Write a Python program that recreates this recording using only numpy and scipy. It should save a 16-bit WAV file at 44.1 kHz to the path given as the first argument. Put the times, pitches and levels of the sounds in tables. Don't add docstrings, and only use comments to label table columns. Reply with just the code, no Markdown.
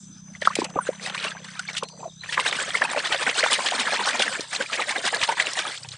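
import sys
import numpy as np
from scipy import signal
from scipy.fft import rfft, irfft
from scipy.io import wavfile

SR = 44100
rng = np.random.default_rng(int(sys.argv[2]) if len(sys.argv) > 2 else 0)


def output_pcm(signal):
    pcm = np.clip(np.atleast_2d(signal).T, -1, 1) * 32767
    wavfile.write(sys.argv[1], SR, np.round(pcm).astype(np.int16))


N = 263493
TIME = np.arange(N) / SR


def undb(db):
    return 10 ** (np.asarray(db) / 20)


def unit(x):
    return x / np.sqrt(np.mean(x ** 2))


def curves(table):
    s, *columns = np.transpose(table)
    return [np.interp(TIME, s, c) for c in columns]


def clumps(rate_hz):
    return unit(np.interp(TIME * rate_hz, np.arange(N), rng.standard_normal(N)))


def eq(x, points):
    hz, db = np.transpose(points)
    f = np.maximum(np.fft.rfftfreq(2 * N, 1 / SR), 1)
    return irfft(rfft(x, 2 * N) * undb(np.interp(np.log(f), np.log(hz), db)))[:N]


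def bandpass(x, band_hz, order=3):
    return signal.sosfilt(signal.butter(order, band_hz, "bandpass", fs=SR, output="sos"), x)


def resonate(x, hz, width_hz):
    return signal.lfilter(*signal.iirpeak(hz, hz / width_hz, fs=SR), x)


def add(out, s, sound):
    i = int(np.clip(s * SR, 0, N))
    out[i:i + len(sound)] += sound[:N - i]


def ring(hz, swell_s, glide=0, phase=0, taper=2):
    age = np.arange(int(6 * swell_s * SR) + 2) / (swell_s * SR)
    pitch = hz * 2 ** (glide * np.tanh((age - 1.3) / 2))
    envelope = (age * np.exp(1 - age)) ** taper
    return envelope * np.sin(2 * np.pi * (np.cumsum(pitch) / SR + phase))


# time_s, firings_per_s
ENGINE_SPEED = [(0, 32), (.35, 31.5), (1.05, 31.7), (2, 32.5), (3, 32.5), (5.97, 31.3)]
# time_s, level_db
ENGINE_LEVEL = [(0, -52.5), (.7, -51), (2.3, -56), (3.6, -67.5), (5.78, -65), (5.88, -48.5), (5.97, -52)]
# time_s, pitch_hz
EXHAUST_PITCH = [(0, 188), (1.4, 178.6), (2.3, 162.3), (3.2, 155), (5.6, 142.4), (5.97, 124)]


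def engine(gain_db, swell_s, scatter_db, jitter_s, pitch_scatter):
    rate, db = curves(ENGINE_SPEED)[0], curves(ENGINE_LEVEL)[0]
    fired = np.floor(np.cumsum(rate) / SR)
    firings_s = np.flatnonzero(np.diff(fired, prepend=-1)) / SR
    out = np.zeros(N)
    for s, (late, strong, sharp) in zip(firings_s, rng.standard_normal((len(firings_s), 3))):
        hz = np.interp(s, *np.transpose(EXHAUST_PITCH)) * (1 + pitch_scatter * sharp)
        boom = undb(scatter_db * strong) * ring(hz, swell_s, taper=4.2)
        add(out, s - swell_s / 2 + jitter_s * late, boom)
    return unit(bandpass(out, [75, 300], order=2)) * undb(db + gain_db)


# time_s, shrill_db, chorus_db
INSECT_LEVELS = [(0, -52, -51), (.25, -51, -73), (.45, -53.5, -59), (1.9, -52.5, -64), (2.05, -52.5, -61),
                 (2.4, -54.5, -67), (5.97, -66.5, -60.5)]


def insects(shrill_hz, width_hz, chorus_hz, chorus_width_hz):
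    near, far = rng.standard_normal((2, N))
    shrill_db, chorus_db = curves(INSECT_LEVELS)
    shrill = resonate(resonate(near, shrill_hz, width_hz), shrill_hz, width_hz)
    chorus = resonate(resonate(far, chorus_hz, chorus_width_hz), chorus_hz, chorus_width_hz)
    return undb(shrill_db) * unit(shrill) + undb(chorus_db) * unit(chorus)


# freq_hz, gain_db
AIR_EQ = [(25, -5.5), (60, -6.5), (110, 9.5), (300, -4), (450, -17), (1100, -14.5), (3000, -20.5),
          (3600, -8.5), (4400, -22.5), (5200, -4), (5650, -17), (7000, -12), (10000, -26.5)]
# time_s, level_db
AIR_FADER = [(0, -52), (1.8, -61.5), (2.15, -55.5), (5.97, -66)]


def breeze(waver_db, waver_hz):
    edges = np.geomspace(25, 12000, 20)
    noise = rng.standard_normal(N)
    air = sum(bandpass(noise, band) * undb(waver_db * clumps(waver_hz)) for band in zip(edges, edges[1:]))
    return undb(curves(AIR_FADER)[0]) * unit(eq(air, AIR_EQ))


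def surge(s, rise_s, fall_s):
    out, t = np.zeros(N), TIME[:SR // 3] - 1 / 6
    add(out, s + t[0], np.exp(-(t / np.where(t < 0, rise_s, fall_s)) ** 2))
    return out


# peak_s, half_length_s, level_db, brightness_db
HAND_MOVES = [(.045, 0.0072, -69, -7), (0.284, 0.023, -60.5, -8), (0.358, 0.015, -50, -2),
              (0.425, 0.0083, -33.5, 1.5), (0.452, 0.0032, -28.5, 4), (0.471, 0.014, -34.5, 5),
              (0.525, 0.019, -40, 0.5), (0.592, 0.027, -38, 9.5), (0.651, 0.012, -38, -14),
              (0.699, 0.0027, -50, 14), (.7, 0.033, -55, -17.5), (0.758, 0.023, -47, -17),
              (0.873, 0.011, -36, -1), (0.97, 0.17, -49, -3.5), (1.059, 0.029, -43, 14),
              (1.073, 0.031, -37.5, -10), (1.193, 0.053, -35, 0), (1.247, 0.021, -29, -2),
              (1.285, 0.03, -35.5, 0.5), (1.375, 0.031, -47, -13), (1.449, 0.0055, -39.5, 4.5),
              (1.543, 0.083, -45, 5.5), (1.695, 0.017, -36, 1), (1.742, 0.008, -34, 1.5),
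              (1.774, 0.01, -37, 8.5), (1.835, 0.013, -42, -16), (1.96, 0.1, -70.5, -28.5),
              (2.027, 0.032, -57.5, -27), (2.256, 0.021, -44, -0.5), (4.46, 0.048, -63, 4),
              (4.691, 0.006, -48, -15), (5.523, 0.0099, -32.5, -1.5), (5.73, 0.029, -38.5, 5),
              (5.847, 0.0092, -53, -15.5), (5.933, 0.015, -45.5, 7)]


def handling(gulp_db, spray_db):
    power = np.zeros((3, N))
    for s, half_s, db, bright_db in HAND_MOVES:
        mix = undb([db + gulp_db - bright_db, db, db + spray_db + bright_db])
        power += mix[:, None] ** 2 * surge(s, half_s, half_s)
    return power


def swarm(low_hz, high_hz, cycles, spread_db, rise, count):
    out = np.zeros(N)
    for k, (when, pitch, strength, damping, slide, phase) in enumerate(rng.random((count, 6))):
        hz = low_hz * (high_hz / low_hz) ** pitch
        life = 4 ** (2 * damping - 1)
        gain = undb(-spread_db * np.sqrt(strength)) * np.sqrt(hz / high_hz) * life ** -.3
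        bubble = ring(hz, life * cycles / hz, rise * (2 * slide - .5), phase)
        add(out, (k + when) * N / SR / count, gain * bubble)
    return out


# freq_hz, gain_db
GULP_EQ = [(60, -32.5), (130, -24), (210, -4.5), (330, -7.5), (550, 6.5), (850, 6), (1200, 12), (2500, -28)]


def gulps():
    return eq(swarm(171, 1022, cycles=1.3, spread_db=15, rise=0.12, count=2200), GULP_EQ)


# freq_hz, gain_db
BUBBLE_EQ = [(300, -33.5), (650, -29), (950, -3), (1700, 6.5), (2400, 5), (3200, 1.5), (4500, 7.5),
             (9000, -21.5)]


def bubbles(blip_db):
    damped = swarm(806, 3538, cycles=2.4, spread_db=15, rise=0.085, count=5000)
    blips = swarm(850, 3600, cycles=4.2, spread_db=13, rise=0.1, count=700)
    return eq(unit(damped) + undb(blip_db) * unit(blips), BUBBLE_EQ)


# freq_hz, gain_db
SPRAY_EQ = [(1200, -32), (2500, -3), (3400, 4), (4500, 4.5), (6200, -0.5), (8300, 4.5), (9300, 1.5),
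            (10300, -27)]


def spray(droplet_db):
    mist = swarm(2890, 10680, cycles=10.8, spread_db=5.5, rise=0.0067, count=14000)
    droplets = swarm(2700, 9500, cycles=7, spread_db=14, rise=0.04, count=550)
    return eq(unit(mist) + undb(droplet_db) * unit(droplets), SPRAY_EQ)


def tearing(steady_db, tears_per_s=150, decay_s=0.002, spread_db=2):
    bursts = (rng.random(N) < tears_per_s / SR) * undb(spread_db * rng.standard_normal(N)) ** 2
    power = signal.lfilter([1], [1, -np.exp(-1 / (decay_s * SR))], bursts)
    return unit(np.sqrt(power / power.mean() + undb(steady_db) ** 2))


def water(gulp_db, bubble_db, spray_db, clump_db, fizz_db, plip_db):
    layers = (gulps(), gulp_db), (bubbles(blip_db=-3), bubble_db), (spray(droplet_db=-4), spray_db)
    textures = np.array([undb(db) * unit(x * undb(clump_db * clumps(90))) for x, db in layers])
    hard = np.sqrt(swishing(wake_s=0.11))
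    gentle = np.sqrt(handling(gulp_db=-11.5, spray_db=-6.5))
    churn = np.sum(hard * textures, axis=0) * tearing(steady_db=6.5)
    fizz = np.sum(gentle * textures, axis=0) * tearing(steady_db=-1.5)
    plips = gentle[1] * unit(swarm(1200, 4800, cycles=3, spread_db=12, rise=0.1, count=800))
    return churn + undb(fizz_db) * fizz + undb(plip_db) * plips


def tub(x, t60_s):
    edges = np.geomspace(150, 12000, 14)
    keep = np.exp(-2 * np.log(1000) / (t60_s * SR))
    out = np.zeros(N)
    for band in zip(edges, edges[1:]):
        energy = signal.lfilter([1 - keep], [1, -keep], bandpass(x, band) ** 2)
        out += np.sqrt(energy) * unit(bandpass(rng.standard_normal(N), band))
    return out


# start_s, pitch_hz, level_db
FALLING_DROPS = [(0.351, 2000, -27), (1.178, 2430, -17.5), (1.2822, 2780, -19), (1.319, 1590, -24.5),
                 (1.368, 1580, -26.5), (1.447, 1990, -36), (1.505, 1900, -45), (1.6522, 1620, -30.5),
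                 (1.676, 3570, -31), (2.03, 970, -27), (2.26, 2600, -31), (2.512, 3660, -14),
                 (2.705, 3220, -17), (3.163, 3550, -16), (3.2974, 3820, -22), (3.311, 2130, -20),
                 (3.3285, 2000, -20), (3.3515, 2720, -20), (3.4844, 2175, -19), (3.504, 1580, -21),
                 (3.553, 2320, -16), (4.356, 1710, -18), (4.661, 2370, -22), (4.699, 1270, -23.5),
                 (4.8385, 1790, -21), (4.959, 1610, -14), (5.169, 4490, -17), (5.576, 1880, -19),
                 (5.652, 1230, -18.5), (5.679, 3350, -16), (5.747, 3130, -34), (5.776, 3270, -23),
                 (5.833, 4770, -22), (5.847, 2580, -30), (5.9177, 4000, -23)]


def drops(gain_db, decay_cycles, rise_oct_per_s, click_db, click_s):
    out, age = np.zeros(N), TIME[:SR // 40]
    for s, hz, db in FALLING_DROPS:
        cycles = np.cumsum(hz * 2 ** (rise_oct_per_s * age)) / SR
        bubble = (1 - np.exp(-cycles)) * np.exp(-cycles / decay_cycles) * np.sin(2 * np.pi * cycles)
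        click = undb(click_db) * rng.standard_normal(len(age)) * np.exp(-age / click_s)
        add(out, s, undb(db + gain_db) * (bubble + click))
    return out


# start_s, level_db
TOY_TICKS = [(0.415, -29), (0.5535, -12), (0.643, -19), (1.593, -19.5), (1.78, -17), (1.833, -24),
             (1.886, -30.5), (5.887, -26.5)]
# freq_hz, gain_db
TICK_EQ = [(300, -16), (1200, -26), (2600, 5), (4000, 7.5), (5800, 2.5), (7800, 2), (10000, -6)]


def ticks(gain_db, attack_s, decay_s):
    envelope, age = np.zeros(N), TIME[:SR // 40]
    shape = np.minimum(age / attack_s, np.exp((attack_s - age) / decay_s))
    for s, db in TOY_TICKS:
        add(envelope, s, undb(db + gain_db) * shape)
    return envelope * unit(eq(rng.standard_normal(N), TICK_EQ))


# start_s, pitch_hz, level_db, swell_s, glide_oct
AIR_POCKETS = [(0.4177, 1810, -16.5, 0.0044, -.43), (0.419, 593, -19, 0.0042, -0.012),
               (.451, 1600, -17, 0.0045, 0.28), (0.4725, 1250, 2.5, .0022, .2),
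               (0.4997, 1150, -20.5, 0.0075, 0.44), (0.5654, 640, -18.5, 0.0017, -0.73),
               (0.587, 364, -5.5, 0.0023, -0.56), (.617, 965, -12, 0.0025, 0.2),
               (0.621, 343, -15, 0.0032, -0.096), (.756, 760, -16, 0.0038, -0.16),
               (0.7612, 366, -12, 0.0022, 0.79), (0.761, 1200, -22, 0.0088, -0.068),
               (0.7716, 536, -21, 0.0074, -.27), (0.7878, 1050, -5, 0.0023, -0.12),
               (.802, 1460, -27, 0.0096, -.18), (0.8883, 525, -7.5, 0.0033, 0.49),
               (1.0603, 1940, -19, .004, -.2), (1.147, 1095, -22.5, .005, 0.32),
               (1.244, 1110, -26, 0.0034, 0.41), (1.245, 633, -25, 0.0062, 0.021),
               (1.59, 1454, -19.5, 0.0066, .14), (1.6853, 2250, -17.5, .003, -0.0038),
               (1.825, 1000, -15, 0.0028, -0.83), (1.8286, 496, -18, 0.0036, 0.0092),
               (2.0518, 667, -22.5, 0.0074, -0.17), (2.2348, 1870, -24, .0026, -0.06),
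               (2.2874, 1820, -21.5, 0.0062, 0.076), (2.372, 1056, -13, 0.0061, -0.36),
               (2.3772, 1720, -4.5, 0.0013, -0.72), (2.39, 1050, -10, .003, -0.11),
               (2.4597, 1590, -12, 0.0035, 0), (2.5268, 2130, -11.5, 0.0012, 0.053),
               (2.586, 1520, -15, 0.0042, -0.072), (2.7492, 2120, -7.5, 0.0039, .2),
               (2.8176, 1110, -5, 0.00094, 0.5), (2.816, 1745, -6, 0.005, 0.32),
               (2.825, 700, -14.5, .003, -0.24), (2.8494, 2550, -14, 0.0038, -0.03),
               (2.947, 766, -15, 0.0022, 0.17), (2.96, 578, -16.5, 0.0045, 0.087),
               (2.9723, 600, -12, 0.0037, -0.37), (3.123, 1600, -27, 0.0036, 0.11),
               (3.145, 670, -12.5, 0.0023, -0.18), (3.265, 1920, -9, 0.0014, 0.03),
               (3.2717, 1530, -10, 0.0034, -0.048), (3.272, 650, -28, 0.002, -0.09),
               (3.389, 1590, -15, 0.0034, 0.15), (3.4268, 2060, -9, 0.0027, 0.45),
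               (3.4322, 620, -11, 0.0041, .37), (3.4622, 960, -5, 0.0011, -.35),
               (3.718, 738, -14.5, 0.0046, 0.7), (3.871, 1510, -14.5, 0.0019, 0),
               (3.92, 763, -18.5, 0.0034, 0.31), (3.9324, 800, -15, 0.0018, -0.14),
               (4.1965, 775, -14.5, 0.0025, 0.19), (4.279, 1850, -7, 0.0013, 0.31),
               (4.394, 422, -16.5, 0.0019, -0.017), (4.607, 1550, -15, 0.0039, -0.14),
               (4.792, 1240, -14.5, 0.0041, 0.045), (5.1271, 795, -15.5, 0.0033, 0.6),
               (5.1363, 1684, -14.5, 0.0069, -0.04), (5.2277, 2104, -10, 0.0033, 0.74),
               (5.2875, 890, -9.5, 0.0042, 0.14), (5.291, 922, -12, 0.0071, -0.14),
               (5.322, 2020, -18, 0.0023, -0.05), (5.3978, 1970, -5.5, 0.0024, 0.13)]


def plops(gain_db, mud_taper, thud_ratio, thud_db, thud_full_hz):
    out = np.zeros(N)
    for s, hz, db, swell_s, glide in AIR_POCKETS:
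        pocket = ring(hz, swell_s, glide, rng.random(), mud_taper)
        thud = ring(hz * thud_ratio, swell_s, glide, rng.random(), mud_taper)
        thud_gain = undb(thud_db) * min(hz / thud_full_hz, 1)
        add(out, s, undb(db + gain_db) * (pocket + thud_gain * thud))
    return out


# start_s, centre_hz, level_db, decay_s
WATER_SLAPS = [(0.5538, 2470, -16, 0.0025), (.589, 1000, -22, 0.0016), (.645, 3200, -18.5, 0.0024),
               (1.06, 3200, -22, 0.0033), (1.097, 2770, -22.5, 0.0033), (1.147, 2260, -18.5, 0.0033),
               (1.241, 2510, -18.5, 0.0069), (1.767, 3150, -18.5, 0.013), (2.324, 2200, -19, 0.018),
               (2.342, 2440, -20, 0.0031), (2.398, 2420, -14, 0.0042), (2.463, 2200, -13.5, 0.0064),
               (2.5256, 1810, -12, 0.0028), (2.818, 1100, -28, 0.0067), (2.933, 1060, -15, 0.0023),
               (2.991, 3420, -17, 0.0022), (3.049, 3460, -18, 0.0027), (3.071, 2400, -20.5, 0.0052),
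               (3.124, 3080, -12.5, 0.0048), (3.146, 2230, -15, 0.0022), (3.229, 2400, -19, 0.003),
               (3.368, 3000, -24, .004), (3.438, 1700, -9, 0.0052), (3.4626, 1730, -22, 0.0014),
               (3.531, 3740, -12.5, 0.0059), (3.541, 3220, -17, .004), (3.59, 1070, -18, 0.004),
               (3.66, 2500, -18.5, 0.0079), (3.686, 3000, -11.5, 0.0019), (3.7112, 2800, -16.5, 0.0017),
               (3.796, 2980, -17.5, 0.006), (3.814, 2100, -31, .005), (3.8605, 2750, -31, 0.002),
               (3.914, 2700, -18.5, 0.0014), (3.9645, 2330, -20, 0.002), (4.057, 2550, -15, 0.0019),
               (4.087, 3670, -16, 0.004), (4.131, 2010, -19, 0.0045), (4.1943, 3430, -13, 0.0051),
               (4.2209, 3020, -7, 0.0027), (4.407, 4430, -20, 0.005), (4.558, 3330, -22, 0.0023),
               (4.622, 2650, -18.5, 0.0034), (4.73, 2340, -17, 0.0091), (4.794, 1500, -30, 0.002),
               (4.82, 2050, -15.5, 0.0061), (4.892, 2660, -18.5, 0.0075), (5.064, 3100, -15, 0.0041),
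               (5.2136, 2650, -15.5, 0.0069), (5.234, 3160, -13, 0.008), (5.146, 3530, -18, 0.0047),
               (5.29, 1300, -13.5, 0.0018), (5.4, 2830, -13.5, 0.0069), (5.469, 2300, -13, 0.002),
               (5.533, 6450, -19.5, 0.0033), (5.589, 2800, -12, 0.0031)]


def slaps(gain_db, attack_s, width_oct):
    out, age = np.zeros(N), TIME[:2048]
    hz = np.maximum(np.fft.rfftfreq(len(age), 1 / SR), 1)
    for s, centre_hz, db, decay_s in WATER_SLAPS:
        shape = np.minimum(age / attack_s, np.exp((attack_s - age) / decay_s))
        band = 1 / (1 + (np.log2(hz / centre_hz) / width_oct) ** 2)
        crack = shape * irfft(rfft(rng.standard_normal(len(age))) * band)
        add(out, s, undb(db + gain_db) * crack * np.linalg.norm(shape) / np.linalg.norm(crack))
    return out


# start_s, level_db
HAND_THUMPS = [(0.756, -32), (3.1215, -38), (5.2265, -30)]


def bumps(pitch_hz, swell_s):
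    out = np.zeros(N)
    for s, db in HAND_THUMPS:
        add(out, s, undb(db) * ring(pitch_hz, swell_s))
    return out


# start_s, length_s, start_hz, end_hz, level_db, echo_db, waver_ratio
BIRD_NOTES = [(0.803, 0.077, 9900, 6300, -40.5, -6, 0.0074), (1.836, 0.055, 3940, 4500, -55, -1, .015),
              (1.874, 0.13, 4710, 4620, -61, -2, 0.015), (1.955, 0.1, 8460, 7000, -54.5, -7, 0.04),
              (2.065, 0.062, 4100, 3250, -57.5, 0, 0.025), (2.168, 0.077, 3620, 4450, -51.5, -2, 0.02),
              (2.194, 0.12, 7500, 6800, -63.5, 6, 0.033)]


def bird(t60_s, flutter_db):
    direct, scattered = np.zeros((2, N))
    for s, length_s, start_hz, end_hz, db, echo_db, waver in BIRD_NOTES:
        progress = np.linspace(0, 1, int(length_s * SR))
        pitch = (start_hz + (end_hz - start_hz) * progress) * (1 + waver * clumps(620)[:len(progress)])
        flutter = flutter_db * clumps(137)[:len(progress)]
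        swell = np.sqrt(2) * np.sin(np.pi * progress) * undb(db + flutter)
        note = swell * np.sin(2 * np.pi * np.cumsum(pitch) / SR)
        add(direct, s, note)
        add(scattered, s, undb(echo_db) * note)
    trees = rng.standard_normal(SR) * np.exp(-np.log(1000) * TIME[:SR] / t60_s)
    return direct + signal.fftconvolve(scattered, trees / np.linalg.norm(trees))[:N]


# push_s, pull_s, push_db, pull_db, extra_push_spray_db
STROKES = [(2.315, 2.389, -38.5, -27, 8.5), (2.464, 2.544, -25, -26, 1), (2.6, 2.676, -27.5, -29, 2.5),
           (2.753, 2.826, -30, -25, 2.5), (2.901, 2.978, -28, -25, -3), (3.05, 3.121, -28, -23, 2),
           (3.208, 3.276, -26, -22, 1), (3.377, 3.451, -22, -25, 3), (3.523, 3.594, -23.5, -26.5, 4.5),
           (3.658, 3.738, -24.5, -26.5, 1), (3.796, 3.867, -24, -25, 0.5), (3.933, 4.003, -23.5, -25.5, 1),
           (4.072, 4.144, -23.5, -26, 4), (4.204, 4.267, -23.5, -27, 2), (4.334, 4.396, -29, -37, -1),
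           (4.54, 4.605, -30, -28, 5.5), (4.734, 4.798, -28, -27, 3), (4.89, 4.971, -26.5, -26.5, 2.5),
           (5.055, 5.141, -24, -27.5, 3.5), (5.218, 5.301, -27.5, -25, 3), (5.392, 5.464, -25.5, -26.5, 1),
           (5.58, 5.665, -25, -31, 2)]


def swishing(wake_s):
    push_mix_db, pull_mix_db, wake_db = [-8.5, -1, -4.5], [-6.5, -2.5, -8], [-16.5, -19, -6.5]
    lags_s, rises_s, falls_s = [0.001, 0.0054, 0.02], [0.015, 0.019, 0.029], [0.024, 0.027, 0.0092]
    power = np.zeros((3, N))
    for push_s, pull_s, push_db, pull_db, throw_db in STROKES:
        push = undb(np.add(push_mix_db, push_db) + [0, 0, throw_db])
        pull = undb(np.add(pull_mix_db, pull_db))
        for k, (lag_s, rise_s, fall_s) in enumerate(zip(lags_s, rises_s, falls_s)):
            power[k] += push[k] ** 2 * surge(push_s + lag_s, rise_s, fall_s)
            power[k] += pull[k] ** 2 * surge(pull_s + lag_s, rise_s, fall_s)
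    keep = np.exp(-1 / (wake_s * SR))
    wake = signal.lfilter([1 - keep], [1, -keep], power)
    return power + undb(wake_db)[:, None] ** 2 * wake


def scene():
    pockets = plops(gain_db=-3.5, mud_taper=3.17, thud_ratio=0.517, thud_db=-17, thud_full_hz=1500)
    pockets += drops(gain_db=0.5, decay_cycles=6.4, rise_oct_per_s=5.6, click_db=-20, click_s=0.0004)
    pockets += bumps(pitch_hz=106, swell_s=0.0025)
    cracks = ticks(gain_db=-4, attack_s=0.00086, decay_s=0.0035)
    cracks += slaps(gain_db=-4, attack_s=0.00058, width_oct=0.48)
    swish = water(gulp_db=1, bubble_db=-0.73, spray_db=-0.95, clump_db=1.45, fizz_db=-0.5, plip_db=-4)
    tub_send = undb(-14) * pockets + undb(-8) * cracks + undb(-6.5) * swish
    splash = pockets + cracks + swish + tub(tub_send, t60_s=0.035)
    splash = signal.sosfilt(signal.butter(1, 120, "highpass", fs=SR, output="sos"), splash)
    garden = engine(gain_db=5.5, swell_s=0.012, scatter_db=1.8, jitter_s=0.0004, pitch_scatter=0.035)
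    garden += bird(t60_s=0.79, flutter_db=6.5)
    garden += insects(shrill_hz=6094, width_hz=124, chorus_hz=7530, chorus_width_hz=1300)
    air, side_air = (breeze(waver_db=3.5, waver_hz=22.08) for _ in range(2))
    mid = splash + garden + air
    side = stereo_reflections(splash + undb(-3) * garden) + undb(-14) * side_air
    return np.array([mid + side, mid - side])


# freq_hz, side_db
WIDTH_EQ = [(120, -20), (500, -21), (1100, -17.3), (4000, -16), (9000, -16.3)]


def stereo_reflections(x):
    return eq(tub(x, t60_s=0.012), WIDTH_EQ)


def record(dry):
    high_cut = signal.ellip(10, .2, 70, 10100, fs=SR, output="sos")
    return signal.sosfilt(high_cut, np.clip(dry, -.95, .95))


dry = scene()
out = record(dry)
output_pcm(out)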